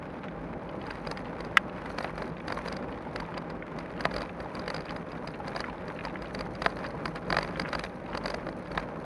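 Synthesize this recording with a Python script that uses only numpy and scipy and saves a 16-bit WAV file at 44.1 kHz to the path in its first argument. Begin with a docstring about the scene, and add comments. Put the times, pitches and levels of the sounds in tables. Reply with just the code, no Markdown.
"""A bicycle rolls along a fine gravel path in woodland, heard from a camera on its handlebar.
From the start the tyres rumble and crunch over grit, while the swaying bar hums and small parts chatter.
Soon stones pop out from under the tyres and pebbles knock on the bicycle. From about 0.9 s, bumps throw
the loose camera mount against its stop, and the hum and chatter swell with each strike. The loudest
stone pops at 1.6 s; hard strikes come near 4.1, 6.7, 7.3 and 8.8 s, the first and last ringing on."""
import sys
import numpy as np
from scipy import signal
from scipy.fft import rfft, irfft, next_fast_len
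from scipy.io import wavfile
from scipy.ndimage import uniform_filter1d, map_coordinates

SR = 44100
rng = np.random.default_rng(int(sys.argv[2]) if len(sys.argv) > 2 else 0)


def pcm_store(signal):
    """Save signal as 16-bit PCM."""
    levels = np.round(np.clip(np.atleast_2d(signal), -1, 1) * 32767)
    wavfile.write(sys.argv[1], SR, levels.astype(np.int16).T)


N = 399096

# tone of crunching gravel: frequency_hz, level_db
GRAVEL_TONE = [(150, -40.5), (500, -6.5), (1000, 2), (1400, -1), (1900, -3.2), (2400, -6.6), (2800, -13.5),
               (3300, -17.5), (4300, -24), (5000, -25), (5400, -30), (7200, -37.5), (11500, -41),
               (13000, -71)]
# tone of the mount's clicking catch: frequency_hz, level_db
CATCH_TONE = [(800, -27), (2400, -2.5), (3400, -13), (3870, -3), (4200, -7), (4620, 2), (4930, 1.5),
              (5220, -18), (6050, -16), (7200, -26.5), (8100, -21), (9300, -29), (10600, -21.5),
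              (12500, -54)]
# notes the camera housing rings with: pitch_hz, level_db, fade_s (a fade is the time to drop 60 dB)
HOUSING_NOTES = [(167, -15.5, 0.068), (427, -6.5, 0.014), (675, -5, 0.03), (845, -9.5, .028),
                 (1026, -7.5, 0.036), (1230, -5, 0.016), (1608, -0.5, 0.01), (1920, -4, 0.0098),
                 (2400, -4.5, 0.0062), (3270, -14, 0.0071), (3888, -9, 0.0065)]
HARD_STRIKE_DB = -32.5  # beyond this force the bar sways hardly any wider


def amp(db):
    """Turn decibels into a number to multiply by."""
    return 10 ** (np.asarray(db) / 20)


def unit(x):
    """Scale a sound to an average strength (rms) of 1."""
    return x / np.sqrt(np.mean(x ** 2) + 1e-20)


def burst(x, size):
    """Scale a blow so that its loudest stretch of size samples has rms 1."""
    return x / np.sqrt(uniform_filter1d(x ** 2, size, mode="constant").max())


def limited(db, top_db):
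    """Let a level grow until it nears top_db."""
    return db - 10 * np.log10(1 + amp(db - top_db) ** 2)


def gain(tone, hz):
    """How strong a tone table of (frequency_hz, level_db) is at hz."""
    frequency_hz, level_db = np.transpose(tone)
    return amp(np.interp(np.log(hz + 1), np.log(frequency_hz + 1), level_db))


def wobble(rate):
    """A smooth curve through rate random values a second."""
    values = rng.standard_normal(int(N * rate / SR) + 4)
    return map_coordinates(values, [np.arange(N) * rate / SR])


def filtered(x, response):
    """Multiply each frequency in x by response(hz)."""
    size = next_fast_len(N + SR // 2)
    return irfft(rfft(x, size) * response(np.fft.rfftfreq(size, 1 / SR)), size)[:N]


def ring(tone, size=2048):
    """The sound of one sharp tap on a body with this tone table."""
    cepstrum = irfft(np.log(gain(tone, np.fft.rfftfreq(size, 1 / SR))))
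    cepstrum[1:size // 2] *= 2  # these two lines put all the ringing after the tap
    cepstrum[size // 2 + 1:] = 0
    return irfft(np.exp(rfft(cepstrum)))


def struck(notes, attack_s, pitch=1, size=4096):
    """A struck body rings with fading notes; neighbours start in opposite directions."""
    t = np.arange(size) / SR
    ringing = sum((-1) ** k * amp(db - 60 * t / fade_s) * np.sin(2 * np.pi * hz * pitch * t)
                  for k, (hz, db, fade_s) in enumerate(notes))
    return (1 - np.exp(-t / attack_s)) * ringing


def add(track, start_s, sound):
    """Mix a sound into the track at start_s."""
    part = track[max(round(start_s * SR), 0):][:len(sound)]
    part += sound[:len(part)]


def uneven(count, spread_db, upper=2):
    """Random strengths for count impacts, scattered around 1."""
    return amp(spread_db * np.clip(rng.standard_normal(count), -2, upper))


def grains(rate, spread_db):
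    """Tiny random impacts, about rate of them a second."""
    sizes = uneven(N, spread_db) * rng.choice([-1, 1], N)
    return unit(sizes * (rng.random(N) < rate / SR))


def strikes(repeat_s=.042):
    """A bump makes the mount strike, at times again on every second swing: (start_s, click_db, force_db)."""
    # bumps in the path: start_s, force_db, extra_click_db, then force_db of any repeats
    bumps = [(.867, -40, -4.5, -34.5), (.956, -43, -5), (1.072, -35.5, 0, -33), (1.1735, -42, 0),
             (1.407, -36, -3, -42), (1.861, -39.5, -12, -36), (1.986, -28.5, -2.5), (2.008, -33, -19),
             (2.027, -49, 8), (2.046, -25.5, -16), (2.18, -36, -10, -32.5), (2.482, -33, -.5, -31.5),
             (2.573, -34, -20), (2.661, -34, -17), (2.684, -35, 1.5, -37.5, -39), (3.161, -31, -1.5, -36),
             (3.378, -35.5, -.5), (3.502, -47, 4), (3.788, -38.5, -2.5), (4.008, -32, -1.5),
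             (4.04, -40, -5), (4.0545, -16.3, -3), (4.116, -37, -12), (4.141, -34.5, -1.5, -37),
             (4.165, -31.5, 1, -46), (4.219, -34.5, -3), (4.404, -36.5, -9), (4.553, -38.5, 1, -39),
             (4.68, -32.5, -1), (4.703, -31.5, .5, -35), (4.765, -36, 1, -43), (4.856, -46, 1),
             (4.908, -37.5, -.5), (4.964, -39, -7), (5.119, -50, 3), (5.275, -37, .5), (5.481, -36, -1.5),
             (5.563, -30.5, 0, -30.5), (5.882, -40, -4.5), (6.052, -33, -.5), (6.222, -39.5, -2.5),
             (6.349, -32.5, 0, -40.5), (6.409, -33, .5), (6.5526, -46, 3.5), (6.6207, -28, -2, -15),
             (6.651, -36, -9), (6.702, -46, -1), (6.77, -38, -9), (6.79, -38, -11), (6.843, -37, -10),
             (6.865, -40, -2.5, -44), (7.057, -26.5, 1), (7.159, -36, -2), (7.304, -26.5, 1.5),
             (7.327, -19, 0.5, -19.5), (7.346, -30, -9), (7.3875, -21, 1.5, -33), (7.411, -39, -3),
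             (7.477, -39, -5), (7.574, -37, -10), (7.598, -26.5, 3), (7.619, -37, 1), (7.689, -36.5, -7),
             (7.731, -28.5, -2), (7.752, -27.5, 0, -31), (7.839, -32, -1), (8.151, -32, -6),
             (8.175, -32, 1.5), (8.239, -44.5, 0, -35), (8.259, -28, 2), (8.303, -33, -1.5, -32),
             (8.469, -35, -15), (8.49, -38.5, -7), (8.717, -37, -7), (8.751, -37, -14), (8.7785, -22, -8.5),
             (8.798, -37, -9)]
    return [(start_s + k * repeat_s, limited(force_db - .5, top_db=-30) + extra_click_db, force_db)
            for start_s, first_db, extra_click_db, *repeats in bumps
            for k, force_db in enumerate([first_db, *repeats])]


def sway(rise_s=.022, fall_s=.042, calm_db=-10.5):
    """How widely the bar sways, in dB around its average: it builds up to each strike, then dies away."""
    t = np.arange(-SR // 2, SR // 2) / SR
    swell = np.exp(np.minimum(t / rise_s, -t / fall_s))
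    power = np.full(N, amp(calm_db) ** 2)
    for start_s, _, force_db in strikes():
        jolt = amp(limited(force_db, HARD_STRIKE_DB) - HARD_STRIKE_DB)
        add(power, start_s + t[0], (jolt * swell) ** 2)
    level_db = 10 * np.log10(power)
    return level_db - level_db.mean()


def tyre_rumble(crunch_db, base_db=-39, follow=.29):
    """The rough path shakes the tyres and frame, a little more where the gravel crunches louder."""
    # tone of the rumble: frequency_hz, level_db
    rumble_tone = [(20, -64), (55, -3.5), (110, -1.7), (155, 0.8), (220, 0.5), (400, -1), (600, -3),
                   (740, -14.5), (1000, -8.5), (1600, -15.5), (3000, -57), (8000, -89)]
    # where the frame and tyres ring: pitch_hz, width_hz, boost_db
    frame_notes = [(167, 19, 7.5), (189.6, 21, 4), (246.3, 20.4, 5), (308, 26, 3.5), (509, 41, 3),
                   (620, 120, 4), (804, 128, 10.5)]
    frame = lambda hz: amp(sum(db / (1 + (2 * (hz - pitch_hz) / width_hz) ** 2)
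                               for pitch_hz, width_hz, db in frame_notes))
    road = filtered(grains(rate=5000, spread_db=3.5), lambda hz: gain(rumble_tone, hz) * frame(hz))
    level_db = base_db + follow * (crunch_db - crunch_db.mean()) + 1.04 * wobble(14)
    return amp(level_db) * unit(road)


def gravel_crunch(level_db, grind_fade_s=.022):
    """Fine grit crunches under the tyres in clumps; coarser bits grind for a few milliseconds each."""
    t = np.arange(SR // 100) / SR
    bits = grains(rate=150, spread_db=6.5)
    grind_power = signal.fftconvolve(bits ** 2, amp(-120 * t / grind_fade_s))[:N]
    coarse = unit(np.sqrt(np.abs(grind_power))) * rng.standard_normal(N)
    grit = grains(rate=14000, spread_db=7.5) + amp(-1) * coarse
    clumps = amp(1.86 * wobble(45))
    crunch = signal.fftconvolve(grit * clumps, ring(GRAVEL_TONE))[:N]
    return amp(level_db) * unit(crunch)


def handlebar_hum(level_db):
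    """The bar sways at its lowest natural note, near 48 Hz."""
    # tone of the swaying bar: frequency_hz, level_db
    bar_tone = [(10, -36), (22, -29), (36, -21), (44, -7.5), (49, 0), (55, -13.5), (64, -10), (110, -29),
                (300, -90)]
    hum = filtered(rng.standard_normal(N), lambda hz: gain(bar_tone, hz))
    return amp(level_db) * unit(hum)


def parts_chatter(level_db, tick_hz=160, fade_s=.012, drift_db=2):
    """Small loose parts fizz on the shaking bar: clumps of quick uneven ticks over a thin rub."""
    # tone of the loose parts: frequency_hz, level_db
    parts_tone = [(1500, -31), (3400, -13.5), (4300, 6), (4600, -6), (5000, -7), (5300, -4.5), (6200, -2),
                  (7200, -15.5), (8600, -11.5), (9300, -2.5), (10200, -9), (11500, -12.5), (12500, -38)]
    beat = np.cumsum(tick_hz * amp(2.5 * wobble(70))) / SR  # counts up by one for each tick
    sizes = uneven(int(beat[-1]) + 1, spread_db=7.5)[beat.astype(int)]
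    ticks = unit(sizes * amp(-60 * (beat % 1) / tick_hz / fade_s))
    rub = (ticks + .5) * amp(drift_db * wobble(7)) * rng.standard_normal(N)
    return amp(level_db - 3) * unit(signal.fftconvolve(rub, ring(parts_tone))[:N])


def mount_taps(level_db, sway_hz=47.8, touch_share=.35, fade_s=.012):
    """On about a third of the bar's swings the mount touches its stop, ringing the catch and housing."""
    swing = np.cumsum(sway_hz * (1 + .07 * wobble(25))) / SR
    count = int(swing[-1]) + 1
    sizes = uneven(count, spread_db=3.5, upper=1.5) * (rng.random(count) < touch_share)
    fade = amp(-60 * (swing % 1) / sway_hz / fade_s)
    touches = sizes[swing.astype(int)] * fade * rng.standard_normal(N)
    catch = unit(signal.fftconvolve(touches, ring(CATCH_TONE))[:N])
    housing = unit(signal.fftconvolve(touches, struck(HOUSING_NOTES, attack_s=.00026))[:N])
    return amp(level_db - 3.5) * (catch + amp(15) * housing)


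def pops_and_ticks(attack_s=.0014, crack_db=-9, crack_fade_s=.02, chips_per_s=3.5):
    """Dry pops with a crack, mostly pinched stones snapping free; faint ones and random chips just tick."""
    # stone pops and small ticks, including one just before the hard knock near 4.05 s:
    # start_s, peak_db, pitch_ratio, dull_above_hz
    pops = [(.283, -30, 1.15, 7000), (.904, -30, 1.3, 4000), (1.1722, -25, 1.1, 8000),
            (1.5703, 0, 0.98, 11900), (2.403, -32, 1.14, 4500), (3.6233, -27, 1.1, 2800),
            (4.0468, -28, 0.91, 2800), (4.293, -31, 1.2, 5500), (4.883, -32, 1.25, 3500),
            (4.893, -29, 1.55, 5000), (5.6408, -21, 1.03, 2870), (5.989, -28, 1.27, 3600),
            (6.008, -28.5, 1.25, 3600), (6.156, -25, 1.02, 2380), (6.848, -24.5, 0.85, 2300),
            (7.557, -28, 1.05, 4000), (7.649, -28, 1, 2800), (7.656, -23, 0.85, 3000),
            (7.863, -31, 1.2, 4500), (8.13, -28, 1, 5000)]
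    # notes of the pop: pitch_hz, level_db, fade_s
    pop_notes = [(878, -22, .035), (1087, -15, .034), (1339, 5, .018), (1670, -1, .028), (1970, 5.2, .018),
                 (2212, -2.5, .021), (2609, -9.5, .021), (2960, -3.6, .018), (3247, -13, .022),
                 (3710, -22, .02), (4780, -28, .023), (5469, -17, .017), (6851, -24, .012),
                 (8239, -31, .013), (10978, -28, .012)]
    # tone of the crack: frequency_hz, level_db
    crack_tone = [(300, -32), (800, -19), (1300, -2), (2400, 0), (3200, -5), (4200, -22), (7000, -26),
                  (12000, -29)]
    out = np.zeros(N)
    chips = [(when * N / SR, -37 + 3 * loud, 1.15 + .4 * high, 5500)
             for when, loud, high in rng.random((round(chips_per_s * N / SR), 3))]
    for start_s, peak_db, pitch, dull_above_hz in pops + chips:
        dull = lambda hz: -10 * np.log10(1 + (hz / dull_above_hz) ** 10)
        pop = struck([(hz, db + dull(hz * pitch), fade_s) for hz, db, fade_s in pop_notes],
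                     attack_s, pitch)
        t = np.arange(len(pop)) / SR
        snap = rng.standard_normal(len(t)) * amp(-60 * t / crack_fade_s) * (1 - np.exp(-t / attack_s))
        crack = signal.fftconvolve(snap, ring([(hz, db + dull(hz)) for hz, db in crack_tone]))[:len(t)]
        sound = unit(pop) + amp(crack_db) * unit(crack)
        add(out, start_s, amp(peak_db) * sound / np.abs(sound).max())
    return out


def hollow_tocks(fade_s=.041, attack_s=.00082, scuff_db=-12, faint_count=8):
    """A flicked pebble or a hard strike leaves a short tock and a dull scuff; faint ones come at random."""
    # hollow tocks near 900 Hz, from flicked pebbles and the ring after two hard mount strikes:
    # start_s, relative_level_db, pitch_hz
    tocks = [(.620, -36, 834), (.882, -34, 870), (1.122, -31, 900), (2.198, -34, 850), (2.574, -26.5, 1050),
             (3.068, -32, 870), (3.221, -31.5, 930), (3.287, -31, 885), (4.066, -29, 985),
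             (4.458, -29.5, 820), (4.517, -36, 960), (4.923, -31, 850), (5.243, -33, 950),
             (5.401, -28.5, 820), (5.684, -31, 980), (5.745, -33, 870), (5.909, -32, 880),
             (6.070, -28, 895), (6.462, -30.5, 880), (8.090, -31.5, 920), (8.245, -31, 890),
             (8.790, -31, 896), (8.969, -36, 1080)]
    out, t = np.zeros(N), np.arange(SR // 12) / SR
    grit = ring(GRAVEL_TONE)
    shape = amp(1.5 - 60 * t / fade_s) * (1 - np.exp(-t / attack_s))
    faint = [(rng.uniform(0, N / SR), -36, 900 * rng.uniform(.79, 1.14)) for _ in range(faint_count)]
    for start_s, db, pitch_hz in tocks + faint:
        phase = 2 * np.pi * pitch_hz * t
        tock = np.sin(phase) + .25 * np.sin(phase * rng.uniform(.89, 1.7))
        scuff = amp(scuff_db) * unit(signal.fftconvolve(rng.standard_normal(len(t)), grit)[:len(t)])
        add(out, start_s, amp(db) * shape * (tock + scuff))
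    return out


def mount_rattle(slip_s=.003, thud_hz=560, scrape_s=.0008, scrape_db=-17.5, tail_db=-15):
    """The mount slips with a thud and clatters on its stop; the catch scrapes shut, the housing knocks."""
    # tone of the mount's parts hitting each other: frequency_hz, level_db
    clatter_tone = [(250, -26), (650, -7), (1150, 0), (1400, -1), (1900, -4), (2400, -9.5), (3000, -22),
                    (7000, -48)]
    lead = SR // 100  # samples of sound before the blow
    out, t = np.zeros(N), np.arange(-lead, SR // 20) / SR
    catch, parts = ring(CATCH_TONE), ring(clatter_tone)

    def swell(at_s, rise_s, fade_s, hold_s=0):
        """Rise, stay full for hold_s on either side of at_s, then fade."""
        away = np.maximum((at_s - hold_s - t) / rise_s, (t - at_s - hold_s) / fade_s)
        return amp(-60 * np.maximum(away, 0))

    tail = amp(tail_db) * swell(0, rise_s=.013, fade_s=.07)
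    clatter_shape = np.maximum(swell(scrape_s, rise_s=.0065, fade_s=.013, hold_s=.0026), tail)
    shutting = swell(scrape_s, rise_s=.005, fade_s=.01, hold_s=scrape_s)
    for start_s, click_db, force_db in strikes():
        scrape_noise, clatter_noise = rng.standard_normal((2, len(t)))
        slip_at_s = -slip_s * rng.uniform(.77, 1.124)
        thud_note = np.sin(2 * np.pi * thud_hz * rng.uniform(.89, 1.037) * (t - slip_at_s))
        thud = swell(slip_at_s / 2, rise_s=.0097, fade_s=.023) * thud_note
        scrape = (shutting + .25 * swell(slip_at_s, rise_s=.005, fade_s=.01)) * scrape_noise
        click = signal.fftconvolve((t == 0) + amp(scrape_db) * scrape, catch)  # one tick plus the scrape
        clatter = signal.fftconvolve(clatter_shape * clatter_noise, parts)
        knock = struck([(hz, db + rng.normal(0, 1.1), fade_s) for hz, db, fade_s in HOUSING_NOTES],
                       attack_s=.00017)
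        knock_db = force_db - 2 + .1 * (force_db - HARD_STRIKE_DB)
        early_s = start_s - lead / SR
        add(out, early_s, amp(limited(force_db, top_db=-32) + .5) * burst(thud, size=176))
        add(out, early_s, amp(click_db + .5) * burst(click, size=66))
        add(out, early_s, amp(limited(force_db, top_db=-23) - 3.5) * burst(clatter, size=176))
        add(out, start_s - slip_s / 2, amp(knock_db) * burst(knock, size=176))
    return out


def scene():
    """The bar's sway drives its hum and all that is loose; everything is close by, with no echo."""
    # how loudly the path crunches along the way: time_s, relative_level_db
    path_levels = [(0.0, -47), (2.11, -43.5), (2.37, -48), (2.72, -43.5), (3.2, -45), (4.76, -44.5),
                   (5.17, -46), (5.52, -46), (7.08, -45.5), (7.54, -42), (7.81, -47), (9.05, -45)]
    # slow drift of the fizzing chatter: time_s, relative_level_db
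    fizz_levels = [(0.0, -77), (1.1, -68), (1.7, -72), (2.02, -70.5), (2.7, -67.5), (3.63, -75),
                   (4.2, -66.5), (4.8, -68), (5.6, -66), (6.27, -69), (7.36, -67.5), (9.05, -67.5)]
    t, sway_db = np.arange(N) / SR, sway()
    crunch_db = np.interp(t, *np.transpose(path_levels)) - 2.5 + .41 * sway_db
    chatter_db = np.interp(t, *np.transpose(fizz_levels)) + 1.5 + 1.24 * sway_db
    tyres = tyre_rumble(crunch_db) + gravel_crunch(crunch_db)
    hits = pops_and_ticks() + hollow_tocks()
    bar = handlebar_hum(-52 + sway_db) + parts_chatter(chatter_db)
    mount = mount_taps(chatter_db + .2 * sway_db) + mount_rattle()
    return (tyres + hits + bar + mount)[None]


def record(dry):
    """The camera rounds off the loudest peaks and cuts the highest treble."""
    ceiling, top_hz = .93, 12300
    rounded = dry[0] / (1 + np.abs(dry[0] / ceiling) ** 6) ** (1 / 6)
    return filtered(rounded, lambda hz: 1 / (1 + (hz / top_hz) ** 120))[None]


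dry = scene()
out = record(dry)
pcm_store(out)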